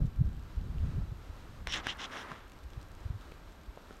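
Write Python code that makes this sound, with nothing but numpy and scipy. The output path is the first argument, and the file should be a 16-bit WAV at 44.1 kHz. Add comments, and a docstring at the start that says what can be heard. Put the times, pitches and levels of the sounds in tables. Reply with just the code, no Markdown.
"""Four quick rasping strokes close by, probably stiff fabric being dragged, then a faint last slide.
Dense tiny slips excite the material's resonances, its ribs sing briefly, fibres catch and snap free.
Handling and light wind rumble on a hand-held camera's microphone; fingers knock, clothing crackles.
Behind them: the soft hush of a snowy forest clearing and a thin electronic whine."""
import sys
import numpy as np
from scipy import signal
from scipy.fft import rfft, irfft
from scipy.io import wavfile

SR = 44100
rng = np.random.default_rng(int(sys.argv[2]) if len(sys.argv) > 2 else 0)


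def to_wav(s):
    """Save 16-bit WAV."""
    ch = np.atleast_2d(s).T  # columns
    pcm = np.round(np.clip(ch, -1, 1) * 32767)  # PCM
    wavfile.write(sys.argv[1], SR, pcm.astype(np.int16))


N = 176400
TIME = np.arange(N) / SR
ATTACK_S, CRACK_T60_S = 0.000063, 0.0075


def from_db(db):
    """Decibels to gain."""
    return 10 ** (np.asarray(db) / 20)


def rms_one(x):
    """Scale to rms 1."""
    return x / np.sqrt(np.mean(x ** 2) + 1e-20)


def level(rows):
    """Gain over time from (time_s, level_db) rows."""
    return from_db(np.interp(TIME, *np.transpose(rows)))


def coloured(x, spectrum):
    """Shape x by (freq_hz, gain_db) rows, falling steeply below the first; rms 1."""
    hz, db = np.transpose(spectrum)
    bin_hz = np.maximum(np.arange(N // 2 + 1) * SR / N, 1)
    gain = from_db(np.interp(np.log(bin_hz), np.log(hz), db))
    low_cut = np.minimum(bin_hz / hz[0], 1) ** 2
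    return rms_one(irfft(rfft(x) * gain * low_cut, N))


def lowpass(x, hz, order=2):
    """Butterworth low-pass."""
    return signal.sosfilt(signal.butter(order, hz, fs=SR, output="sos"), x)


def drift(rate_hz):
    """Smooth random wander, rms 1."""
    return rms_one(lowpass(rng.standard_normal(N + SR), rate_hz)[SR:])


def burst(t, cutoff_hz, t60_s, order=2):
    """Low-passed noise decaying from rms 0.5."""
    noise = rms_one(lowpass(rng.standard_normal(len(t)), cutoff_hz, order))
    return 0.5 * noise * from_db(-60 * t / t60_s)


def add(out, start_s, sound):
    """Mix a short sound in at start_s."""
    i = int(start_s * SR)
    out[i:i + len(sound)] += sound[:N - i]


def friction(spread_db, judder_db, slips_per_s=6000, judder_hz=210, hiss_gain=0.55):
    """Dense tiny slips of uneven size on a smooth hiss, in juddering clumps."""
    sizes = from_db(spread_db * np.minimum(rng.exponential(1, N), 4))
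    signs = rng.choice([-1, 1], N)
    slips = rms_one(sizes * signs * (rng.random(N) < slips_per_s / SR))
    hiss = hiss_gain * rng.standard_normal(N)
    return (slips + hiss) * from_db(judder_db * drift(judder_hz))


HUSH_ENVELOPE = [(0, -59), (.5, -59), (.87, -56.5), (1.2, -57.5), (2.6, -57.5), (3.1, -57.5), (3.6, -57),
                 (4, -57)]  # time_s, level_db
HUSH_SPECTRUM = [(150, -1), (290, 6), (440, 2), (650, 0), (1300, -0.5), (2200, -9), (3600, -11.5),
                 (6000, -18), (9000, -23), (11000, -31.5), (15500, -33.5)]  # freq_hz, gain_db


def forest_hush(waver_db=1):
    """Broad hush that swells a little with the breeze."""
    waver = from_db(waver_db * drift(rate_hz=2.9))
    return level(HUSH_ENVELOPE) * waver * coloured(rng.standard_normal(N), HUSH_SPECTRUM)


WHINE_PITCHES_HZ = [1335, 1592, 3930, 11795, 11822]  # pitch_hz
WHINE_LEVELS_DB = [-78, -77, -82, -80, -101]  # level_db


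def electronic_whine(wander_hz=11.1):
    """Faint tones from the camera's electronics, each unsteady in pitch."""
    out = np.zeros(N)
    for centre_hz, level_db in zip(WHINE_PITCHES_HZ, WHINE_LEVELS_DB):
        pitch_hz = centre_hz + wander_hz * drift(rate_hz=40)
        out += from_db(level_db) * np.sqrt(2) * np.sin(2 * np.pi * np.cumsum(pitch_hz) / SR)
    return out


RUMBLE_ENVELOPE = [(0, -23), (.05, -32), (.12, -41.5), (.26, -31), (.36, -40.5), (.53, -47), (.59, -34),
                   (.72, -37), (.84, -32), (.92, -35.5), (.99, -32), (1.2, -49), (1.45, -49.5), (1.62, -43),
                   (1.95, -55), (2.4, -55.5), (2.65, -51), (3.14, -51), (4, -56)]  # time_s, level_db
RUMBLE_SPECTRUM = [(20, 4.5), (50, 6.5), (85, 1.5), (135, -7), (200, -11), (290, -20.5), (450, -29.5),
                   (800, -41.5), (1500, -90)]  # freq_hz, gain_db
BODY_BUMPS = [(.022, -22, 130, 0.0065), (.052, -22, 125, 0.0053), (0.199, -19.5, 76, 0.0075),
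              (.214, -15, 121, 0.0064), (.254, -28.5, 62, 0.032), (.578, -26, 58.6, 0.0099),
              (.755, -31.5, 135, 0.0071), (0.837, -24.5, 77.4, 0.006), (.848, -34, 170, 0.0058),
              (.887, -28.5, 133, 0.0075), (.985, -24, 116, 0.0064), (1.125, -34, 119, 0.0078),
              (1.304, -34.5, 62.4, 0.0078), (1.679, -32, 49.5, 0.0087), (2.322, -40.5, 159, 0.0045),
              (2.658, -36, 58.4, 0.013), (2.778, -31.5, 91, 0.0046), (3.062, -28, 74.4, 0.0069),
              (3.107, -24, 78, 0.0044), (3.153, -36, 101, 0.017), (3.693, -34.5, 49.7, 0.012)]  # centre_s, level_db, pitch_hz, half_length_s


def wind_and_handling():
    """Low rumble on the microphone; each soft bump is a brief swing of the camera body."""
    out = level(RUMBLE_ENVELOPE) * coloured(rng.standard_normal(N), RUMBLE_SPECTRUM)
    for centre_s, level_db, pitch_hz, half_length_s in BODY_BUMPS:
        t = TIME - centre_s
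        out += from_db(level_db) * np.exp(-(t / half_length_s) ** 2) * np.sin(2 * np.pi * pitch_hz * t)
    return out


CRINKLE_ENVELOPE = [(0, -74), (.45, -76.5), (.6, -84), (2.3, -81), (2.5, -72.5), (3.4, -75), (3.7, -77)]  # time_s, level_db
CRINKLE_SPECTRUM = [(2500, 3), (7000, -0.5), (10000, -8), (15000, -14)]  # freq_hz, gain_db


def clothing_crinkles(clicks_per_s=32, spread_db=3.0):
    """Clothing gives off sparse, very faint crackles."""
    clicks = rng.random(N) < clicks_per_s / SR
    sizes = from_db(spread_db * np.minimum(rng.exponential(1, N), 3))
    decay = from_db(-60 * TIME[:SR // 20] / CRACK_T60_S)
    puffs = signal.fftconvolve(clicks * sizes, decay)[:N] * rng.standard_normal(N)
    return level(CRINKLE_ENVELOPE) * coloured(puffs, CRINKLE_SPECTRUM)


FINGER_KNOCKS = [(1.02, -44, 890, 1500), (1.6735, -35, 665, 3000), (3.320, -35, 420, 3400),
                 (3.7744, -32, 610, 1520), (3.9083, -33, 417, 1790)]  # start_s, level_db, pitch_hz, click_cutoff_hz


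def finger_knocks(ring_t60_s=0.01, click_gain_db=-2):
    """Fingers shift on the housing: a dull, damped ring under a small click."""
    out, t = np.zeros(N), TIME[:SR // 20]
    attack = 1 - np.exp(-t / ATTACK_S)
    for start_s, level_db, pitch_hz, click_cutoff_hz in FINGER_KNOCKS:
        ring = np.sin(2 * np.pi * pitch_hz * t) * from_db(-60 * t / ring_t60_s)
        click = from_db(click_gain_db) * burst(t, click_cutoff_hz, t60_s=0.011, order=4)
        add(out, start_s, from_db(level_db) * attack * (ring + click))
    return out


RUB_ENVELOPE = [(1.64, -78), (1.68, -48), (1.72, -54.5), (1.77, -39.5), (1.825, -52), (1.872, -44),
                (1.95, -52), (1.975, -54), (2.0, -47), (2.055, -45), (2.085, -55), (2.14, -43.5),
                (2.25, -48), (2.31, -46), (2.345, -51.5), (2.48, -62), (2.6, -94)]  # time_s, level_db
RUB_SPECTRUM = [(110, -6), (250, 1), (650, -2.5), (1250, 3), (1900, -2), (2600, -10), (4500, -21),
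                (8000, -33), (15000, -55)]  # freq_hz, gain_db
AIR_ENVELOPE = [(1.70, -90), (1.735, -65), (1.80, -88), (2.09, -85), (2.125, -75), (2.2, -72), (2.27, -82),
                (2.32, -79), (2.37, -100)]  # time_s, level_db
AIR_SPECTRUM = [(7500, -10), (9200, -2), (12000, -7), (15500, -15)]  # freq_hz, gain_db


def sliding_rub():
    """The surfaces slide under and between the strokes: a dull rub with an airy top."""
    sliding = friction(spread_db=1.7, judder_db=1.0)
    dull = level(RUB_ENVELOPE) * coloured(sliding, RUB_SPECTRUM)
    airy = level(AIR_ENVELOPE) * coloured(sliding, AIR_SPECTRUM)
    return dull + airy


WEAVE_ZIPS = [(1.67, 1.765, 5600, 5400, -51), (1.755, 1.795, 5600, 7640, -52),
              (1.692, 1.746, 3100, 3040, -45), (1.880, 1.920, 2700, 3250, -38.5),
              (1.887, 1.913, 3900, 4250, -50), (2.028, 2.066, 2800, 4000, -49.5)]  # start_s, end_s, start_hz, end_hz, level_db


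def weave_zips(half_width_hz=210):
    """The weave's ribs cross unevenly: a narrow, gliding band that swells and fades."""
    out = np.zeros(N)
    for start_s, end_s, start_hz, end_hz, level_db in WEAVE_ZIPS:
        progress = np.clip((TIME - start_s) / (end_s - start_s), 0, 1)
        pitch_hz = start_hz + (end_hz - start_hz) * progress
        carrier = np.exp(2j * np.pi * np.cumsum(pitch_hz) / SR)
        noise_i, noise_q = lowpass(rng.standard_normal((2, N)), half_width_hz)
        band = rms_one(np.real((noise_i + 1j * noise_q) * carrier))
        out += from_db(level_db) * np.sin(np.pi * progress) * band
    return out


FIBRE_SNAPS = [(.437, -49, 6000, -1), (.784, -39.5, 2870, -18), (1.6719, -21.5, 2080, -0.5),
               (1.724, -18, 3500, -14), (1.743, -18.5, 3020, -18), (1.7606, -23.5, 1900, -9),
               (1.7658, -26, 2950, -20), (1.869, -15, 1640, -7.5), (1.8875, -27, 3180, -10),
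               (1.896, -36, 3100, -20), (1.972, -41, 9800, -10), (2.3172, -26.5, 1220, -11),
               (2.734, -42, 3600, -4)]  # start_s, level_db, pitch_hz, crack_gain_db


def fibre_snaps(t60_cycles=8.4, crack_cutoff_hz=4760):
    """Snagged fibres snap free: a few cycles of damped ring with a short, broad crack."""
    out, t = np.zeros(N), TIME[:SR // 20]
    attack = 1 - np.exp(-t / ATTACK_S)
    for start_s, level_db, pitch_hz, crack_gain_db in FIBRE_SNAPS:
        ring = np.sin(2 * np.pi * pitch_hz * t) * from_db(-60 * t * pitch_hz / t60_cycles)
        crack = from_db(crack_gain_db) * burst(t, crack_cutoff_hz, CRACK_T60_S)
        add(out, start_s, from_db(level_db) * attack * (ring + crack))
    return out


FABRIC_RESONANCES = [(150, -19), (600, -25), (1300, -11), (2050, 2.5), (2400, -6), (2800, 2), (3450, 2.5),
                     (4200, -7.5), (4520, -16), (4950, -7.5), (5800, -7.5), (7000, -16), (8400, -25),
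                     (10300, -32), (12000, -58), (16000, -43)]  # freq_hz, gain_db
DRAG_STROKES = [(1.666, 1.742, 1.812, -33.5, 20, -0.5), (1.829, 1.903, 1.944, -38, 18, -1),
                (1.98, 2.055, 2.067, -42.5, 6.5, 1.5), (2.107, 2.19, 2.242, -48.5, 5, 1.5),
                (2.246, 2.305, 2.55, -60, 22, -2)]  # start_s, peak_s, end_s, level_db, swell_db, treble_db


def fabric_rasp(fade_s=0.011, crossover_hz=4400):
    """Slips excite the fabric's resonances; each stroke swells to a peak and eases off."""
    grain = coloured(friction(spread_db=1.5, judder_db=1.8), FABRIC_RESONANCES)
    forward = lowpass(grain, crossover_hz, order=4)
    body = lowpass(forward[::-1], crossover_hz, order=4)[::-1]  # zero phase
    treble = grain - body
    out = np.zeros(N)
    for start_s, peak_s, end_s, level_db, swell_db, treble_db in DRAG_STROKES:
        fade = np.clip(np.minimum(TIME - start_s, end_s - TIME) / fade_s, 0, 1)
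        swell = level([(start_s, level_db - swell_db), (peak_s, level_db), (end_s, level_db - swell_db)])
        out += fade * swell * (body + from_db(treble_db) * treble)
    return out


def scene():
    """Mono mix; the snow gives no echo."""
    fabric = fabric_rasp() + weave_zips() + sliding_rub() + fibre_snaps()
    near_microphone = finger_knocks() + clothing_crinkles() + wind_and_handling()
    return (fabric + near_microphone + forest_hush() + electronic_whine())[None]


def record(dry):
    """4 ms fade-in, steep low-pass at 15.8 kHz."""
    fade_in = np.minimum(TIME / 0.004, 1)
    top_cut = signal.ellip(10, 0.1, 70, 15800, fs=SR, output="sos")
    return signal.sosfilt(top_cut, dry * fade_in)


dry = scene()
out = record(dry)
to_wav(out)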